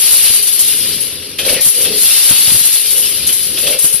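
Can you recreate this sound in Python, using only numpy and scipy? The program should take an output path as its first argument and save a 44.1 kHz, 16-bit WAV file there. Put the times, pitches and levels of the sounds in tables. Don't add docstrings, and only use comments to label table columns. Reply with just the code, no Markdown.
import sys
import numpy as np
from scipy import signal
from scipy.fft import rfft, irfft, next_fast_len
from scipy.io import wavfile
from scipy.ndimage import map_coordinates

SR = 44100
rng = np.random.default_rng(int(sys.argv[2]) if len(sys.argv) > 2 else 0)


def to_wav(sig):
    pcm = np.clip(np.atleast_2d(sig), -1, 1) * 32767
    pcm = np.round(pcm).astype(np.int16)
    wavfile.write(sys.argv[1], SR, pcm.T)


N = 176400


def amp(db):
    return 10 ** (np.asarray(db) / 20)


def unit(x):
    return x / np.sqrt(np.mean(x ** 2) + 1e-20)


def along(points, hz):
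    freqs, values = np.transpose(points)
    return np.interp(np.log(hz + 1e-3), np.log(freqs), values)


def clock():
    return np.arange(N) / SR


def fader(rows):
    return amp(np.interp(clock(), *np.transpose(rows)))


def wobble(per_s):
    return map_coordinates(rng.standard_normal(2000), [clock() * per_s], mode="wrap")


def filtered(x, response):
    n = x.shape[-1]
    padded = next_fast_len(n + 8192)
    return irfft(rfft(x, padded) * response(np.fft.rfftfreq(padded, 1 / SR)), padded)[..., :n]


def coloured(x, eq):
    return unit(filtered(x, lambda hz: amp(along(eq, hz))))


def impacts(per_s, scatter_db):
    force = (rng.random(N) < per_s / SR) * amp(scatter_db * np.clip(rng.standard_normal(N), -2, 2))
    direction = 2 * np.pi * rng.random(N)
    return unit(force * np.array([np.cos(direction), np.sin(direction)]))


def ring(x, modes):
    t = np.arange(SR // 5) / SR
    tail = sum(amp(db - 60 * t / t60) / np.sqrt(t60) * np.sin(2 * np.pi * hz * t)
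               for hz, db, t60 in modes)
    return signal.fftconvolve(x, tail[None] / np.linalg.norm(tail), axes=1)[:, :N]


def burst(start, hold, fade, attack):
    out, t = np.zeros(N + SR), np.arange(SR // 2) / SR
    release = amp(-60 * np.maximum(t - hold, 0) / fade)
    out[round(start * SR):][:len(t)] = (1 - np.exp(-t / attack)) * release
    return out[:N]


def chatter(hits, t60):
    energy = signal.lfilter([1], [1, -amp(-120 / (t60 * SR))], (hits ** 2).sum(0))
    return unit(np.sqrt(np.abs(energy)) * rng.standard_normal((2, N)))


def pings(force, modes, spread, scatter_db, count):
    out, t = np.zeros((2, N + SR)), np.arange(SR // 12) / SR
    decays = [amp(db - 60 * t / t60) for hz, db, t60 in modes]
    when, pick, place = rng.random((count, 3)).T
    detune, size = rng.standard_normal((count, 2)).T
    starts, kinds = (when * N).astype(int), (pick * len(modes)).astype(int)
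    mid_side = np.array([np.cos(2 * np.pi * place), np.sin(2 * np.pi * place)])
    gains = force[starts] * amp(scatter_db * size) * mid_side
    for start, kind, tuning, gain in zip(starts, kinds, np.exp(spread * detune), gains.T):
        ping = np.sin(2 * np.pi * modes[kind][0] * tuning * t) * decays[kind]
        out[:, start:start + len(t)] += gain[:, None] * ping
    return unit(out[:, :N]) * np.sqrt(np.mean(force ** 2))


# time in seconds, relative level in dB.
RATTLE_RIDE = [(0, -17.5), (0.15, -17), (0.21, -17.5), (0.28, -14.5), (0.37, -19.5), (0.41, -20.5),
               (0.55, -21.5), (0.63, -21), (0.75, -21), (0.88, -19.5), (1.0, -22.5), (1.15, -25),
               (1.36, -29), (1.62, -20), (1.71, -23.5), (1.82, -19.5), (1.97, -21), (2.08, -16), (2.3, -17),
               (2.5, -17), (2.65, -20), (2.85, -21), (3.15, -21), (3.45, -23.5), (3.7, -21.5), (3.9, -26),
               (4.0, -25.5)]
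# frequency in Hz, gain in dB.
TICK_EQ = [(250, -24), (500, -7), (850, -13.5), (1500, -7.5), (2100, 0.5), (2800, 3.5), (4200, 2.5),
           (5250, 0.5), (5750, 2), (6400, -30), (7600, -0.5), (11500, 9.5), (15000, -42)]
# pitch in Hz, relative level in dB, ring time in seconds.
TRAY_MODES = [(2380, -7, .08), (2975, -3, .06), (3528, 2, .08), (3890, -2, .07), (4130, -1, .07),
              (4465, 0, .07), (5010, 1, .07), (6038, -1, .1), (6480, -5, .06), (6690, -5, .09)]
PAN_MODES = [(425, 2.5, 0.093), (462, -1.5, 0.037), (424, -9, 0.21)]
HOP_MODES = [(2997, -1, 0.18), (3660, -1, .15), (4234, 3, 0.12), (4896, 2.5, 0.16)]


def tray_rattle():
    hits = impacts(per_s=3000, scatter_db=-1.0)
    flow = fader(RATTLE_RIDE) * amp(1.5 + 0.7 * wobble(per_s=24.96))
    ticks = amp(-1.85) * coloured(chatter(hits, t60=0.0047), TICK_EQ)
    trays = amp(-12.5) * ring(hits, TRAY_MODES)
    pan = amp(-43.5) * ring(hits, PAN_MODES) * [[1], [0.4]]
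    hopping = flow * np.minimum(unit(flow), 1) ** 0.6
    hops = amp(-2.5) * pings(hopping, HOP_MODES, spread=0.08, scatter_db=1.4, count=3400)
    return flow * (ticks + trays) + pan + hops


# time in seconds, relative level in dB.
JINGLE_RIDE = [(0, -5), (0.15, -10), (0.37, -5.5), (0.405, -13), (0.55, -13.5), (0.72, -10.5),
               (0.87, -14.5), (0.99, -19), (1.12, -23.5), (1.36, -56), (1.47, -9.5), (1.595, -31),
               (1.63, -13), (1.69, -5.5), (1.73, -12), (1.86, -11.5), (1.9, -20), (1.97, -12), (2.06, -5),
               (2.57, -6.5), (2.7, -11), (2.87, -12), (3.02, -10), (3.11, -13.5), (3.25, -17.6),
               (3.39, -12), (3.56, -17.5), (3.67, -13), (3.775, -25), (3.8, -24), (3.89, -12.5), (4.0, -19)]
# start in seconds, relative level in dB, hold in seconds.
SPILLS = [(0.106, -7, 0.042), (0.162, -10, 0.018), (0.223, -8, 0.014), (0.33, -14, 0.02),
          (0.422, -12, 0.016), (0.469, -8, 0.013), (0.524, -11.5, 0.018), (0.59, -4.5, 0.017),
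          (0.67, -12, 0.011), (1.006, -17, 0.027), (1.383, -18.5, 0.019), (1.462, -21, 0.018),
          (1.49, -14, 0.018), (1.523, -14, 0.021), (1.607, -10, 0.016), (1.646, -6, 0.018),
          (1.77, -21, 0.018), (1.81, -12, 0.018), (1.978, -14.5, 0.015), (2.013, -11, 0.021),
          (2.292, -10.5, 0.014), (2.517, -8.5, 0.013), (2.587, -10.5, 0.016), (2.651, -4.5, 0.01),
          (2.726, -8.5, 0.026), (2.904, -11, 0.02), (2.966, -11.5, 0.015), (2.978, -17, 0.018),
          (3.267, -7.5, 0.0074), (3.287, -17, 0.018), (3.325, -8.5, 0.0073), (3.58, -17, 0.016),
          (3.668, -15.5, 0.021), (3.702, -15, 0.031), (3.787, -8, 0.0081), (3.82, -9.5, 0.025),
          (3.841, -6, 0.016), (3.924, -12, 0.0095)]
# frequency in Hz, gain in dB.
CLICK_EQ = [(1500, -32), (4500, -10), (7500, -6.5), (8900, 1), (9700, -2), (10800, -1), (11700, -2.5),
            (12600, -2.5), (15000, -11)]
# pitch in Hz, relative level in dB, ring time in seconds.
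SHIMMER_MODES = [(10010, -2, 0.043), (10580, -1.5, 0.016), (11150, 1.5, 0.045)]
NAIL_MODES = [(9940, -0.5, 0.084), (10420, -2.5, 0.12), (10790, 1, 0.054), (11750, -0.5, 0.091)]


def nail_jingle():
    spill_power = sum((burst(start, hold, fade=0.15, attack=0.00088) * amp(db - 1.5)) ** 2
                      for start, db, hold in SPILLS)
    stream = fader(JINGLE_RIDE) * amp(-4.5 + 1.1 * wobble(per_s=45))
    flow = np.sqrt(stream ** 2 + spill_power)
    hits = impacts(per_s=4500, scatter_db=2)
    clicks = flow * coloured(chatter(hits, t60=0.0035), CLICK_EQ)
    shimmer = amp(-6.5) * ring(flow * hits, SHIMMER_MODES)
    rings = amp(-1.5) * pings(flow, NAIL_MODES, spread=0.025, scatter_db=2.0, count=3000)
    return clicks + shimmer + rings


# time in seconds, relative level in dB.
RUMBLE_RIDE = [(0, -49), (0.45, -45.5), (0.68, -41), (0.85, -32.5), (1.2, -36.5), (1.55, -36), (1.75, -53),
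               (1.92, -30.5), (2.2, -64), (2.42, -39), (2.75, -64), (2.95, -47), (3.22, -32.5),
               (3.38, -40.5), (3.55, -32), (3.76, -46), (4.0, -55)]
# frequency in Hz, gain in dB.
RUMBLE_EQ = [(20, -12), (50, -6), (68, 3.5), (110, -1.5), (200, 0), (320, -2), (430, -1.5), (560, -5),
             (720, -21), (1500, -17), (6000, -31)]


def feeder_rumble():
    swell = fader(RUMBLE_RIDE) * amp(0.39 * wobble(per_s=9.1))
    return swell * coloured(rng.standard_normal((2, N)), RUMBLE_EQ)


# start in seconds, relative level in dB, pitch in Hz.
THUMPS = [(0.133, -22.5, 154), (.3, -20, 100), (1.663, -17.5, 94), (1.673, -20, 85), (2.308, -10.5, 130),
          (2.314, -15, 120), (2.327, -22, 95), (2.477, -15.5, 116), (2.502, -24, 110), (2.519, -15, 180),
          (2.543, -18, 130), (2.556, -19, 90), (2.609, -24, 140), (3.844, -14, 273), (3.941, -21.5, 115)]
# frequency in Hz, gain in dB.
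SHUDDER_EQ = [(20, -16), (70, -1), (150, -6), (280, -5), (450, -8), (750, -20), (1500, -12), (5000, -50)]


def frame_thumps():
    shudder_fade_s, attack_s = 0.074, 0.0003
    out, t = np.zeros((2, N + SR)), np.arange(SR // 5) / SR
    attack = 1 - np.exp(-t / attack_s)
    for start, db, hz in THUMPS:
        shudder = coloured(rng.standard_normal((2, len(t))), SHUDDER_EQ)
        shudder *= amp(-6 - 60 * t / shudder_fade_s)
        push = np.sin(2 * np.pi * hz * t) * np.exp(-2 * hz * t)
        out[:, round(start * SR):][:, :len(t)] += amp(db) * (push + shudder) * attack
    return out[:, :N]


# start in seconds, relative level in dB, pitch in Hz.
FALLS = [(1.003, -12, 10665), (3.787, -15, 9860), (3.938, -6, 10670)]


def falling_nails():
    return sum(amp(db) * burst(start, hold=0, fade=0.16, attack=0.001) * np.sin(2 * np.pi * hz * clock())
               for start, db, hz in FALLS)


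# start in seconds, relative level in dB, fade in seconds, pitch in Hz.
CLACKS = [(1.386, -8.5, 0.34, 3080), (1.447, -10, 0.31, 3780), (1.482, -8.5, 0.16, 2660),
          (1.488, -9.5, 0.18, 2896), (1.494, -9.5, 0.26, 4420), (1.542, -9.5, .15, 2620),
          (1.564, -10, 0.18, 2350), (1.589, -15, 0.16, 2165), (1.847, -8.5, 0.16, 3230),
          (2.288, -9, 0.33, 3123), (2.49, -8, 0.13, 4020), (2.755, -11.5, 0.11, 3380),
          (3.289, -12, 0.17, 2996), (3.572, -11.5, .19, 3090), (3.628, -20, 0.57, 3240),
          (3.667, -7.5, 0.19, 3140), (3.724, -11, 0.2, 2710), (3.834, -19.5, 0.69, 3030)]
# multiple of its pitch, relative level in dB.
FLAP_MODES = [(.84, 1), (.945, -5), (1.02, 3.5), (1.09, -1), (1.17, -4.5), (1.24, -5)]
# frequency in Hz, gain in dB.
RASP_EQ = [(200, -29), (500, 5), (850, -7), (1600, 0.5), (2300, 0.5), (3000, 7), (3900, 6.5), (5500, 3.5),
           (8000, -9), (15000, -33)]


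def flap_clacks():
    spread, attack_s = 0.032, 0.0012
    out, t = np.zeros((2, N + SR)), np.arange(SR // 3) / SR
    multiple, mode_db = np.repeat(FLAP_MODES, 2, axis=0).T[..., None]
    for start, db, fade, hz in CLACKS:
        pitches = hz * multiple * np.exp(spread * rng.standard_normal(multiple.shape))
        phases = rng.random((2, *multiple.shape))
        partials = amp(mode_db) * np.sin(2 * np.pi * (pitches * t + phases))
        clang = amp(1) * unit(partials.sum(1))
        rasp = coloured(rng.standard_normal((2, len(t))), RASP_EQ)
        envelope = amp(db - 8.5 - 60 * t / fade) * (1 - np.exp(-t / attack_s))
        out[:, round(start * SR):][:, :len(t)] += (rasp + clang) * envelope
    return out[:, :N]


# centre in seconds, rough half length in seconds, relative level in dB, pitch in Hz.
DRUM_ROLLS = [(1.508, 0.1, -19, 543.5), (1.851, 0.1, -26, 507), (1.92, 0.079, -25, 466),
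              (2.983, 0.13, -33.5, 486), (3.701, 0.071, -19.5, 556), (3.992, 0.12, -35.5, 503)]
# multiple of its pitch, relative level in dB, ring time in seconds.
BUCKET_MODES = [(1.035, 10.5, 0.17), (.935, 15, 0.058), (.81, 0, 0.091), (1.12, -23, 0.097)]


def bucket_drumming():
    sag_db = 9.5
    out = np.zeros((2, N))
    for centre, half_length, db, hz in DRUM_ROLLS:
        away = np.abs(clock() - centre) / half_length
        swell = amp(-sag_db * away) * np.clip((1.2 - away) * 5, 0, 1)
        modes = [(hz * multiple, mode_db, t60) for multiple, mode_db, t60 in BUCKET_MODES]
        drum = ring(swell * impacts(per_s=630, scatter_db=4), modes)
        out += amp(db) * unit(drum) * np.sqrt(np.mean(swell ** 2))
    return out


# frequency in Hz, likeness of left and right from -1 (opposed) to 1 (mono).
LIKENESS = [(30, 0.64), (70, 0.99), (560, 0.92), (850, 0.47), (1600, 0.85), (2700, 0.97), (4000, 0.22),
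            (5000, -0.094), (5800, -0.07), (7500, -0.95), (9600, -0.59), (11000, -0.56), (14000, -0.54)]
# frequency in Hz, gain in dB.
BASS_LOSS = [(25, -2.5), (52, -7), (66, 0)]
# frequency in Hz, left over right in dB.
BALANCE = [(100, -0.5), (300, 1), (550, 2), (900, 0.5), (2000, 0.5), (4500, 3), (6500, .5), (8500, 0),
           (9900, 11), (11300, 6.5), (13000, 3), (15000, 6)]


def microphones(hz):
    width = np.arccos(np.clip(along(LIKENESS, hz), -1, 1)) / 2
    return amp(along(BASS_LOSS, hz)) * np.array([np.cos(width), np.sin(width)])


def scene():
    nails = tray_rattle() + nail_jingle() + falling_nails()
    sources = nails + flap_clacks() + bucket_drumming() + frame_thumps() + feeder_rumble()
    mid, side = filtered(sources, microphones)
    left_right = np.array([mid + side, mid - side])
    return filtered(left_right, lambda hz: amp(np.outer([0.5, -0.5], along(BALANCE, hz))))


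def record(dry):
    ceiling, hardness, top_hz = 0.86, 6, 15025
    clipped = dry / (1 + np.abs(dry / ceiling) ** hardness) ** (1 / hardness)
    return filtered(clipped, lambda hz: hz < top_hz)


dry = scene()
out = record(dry)
to_wav(out)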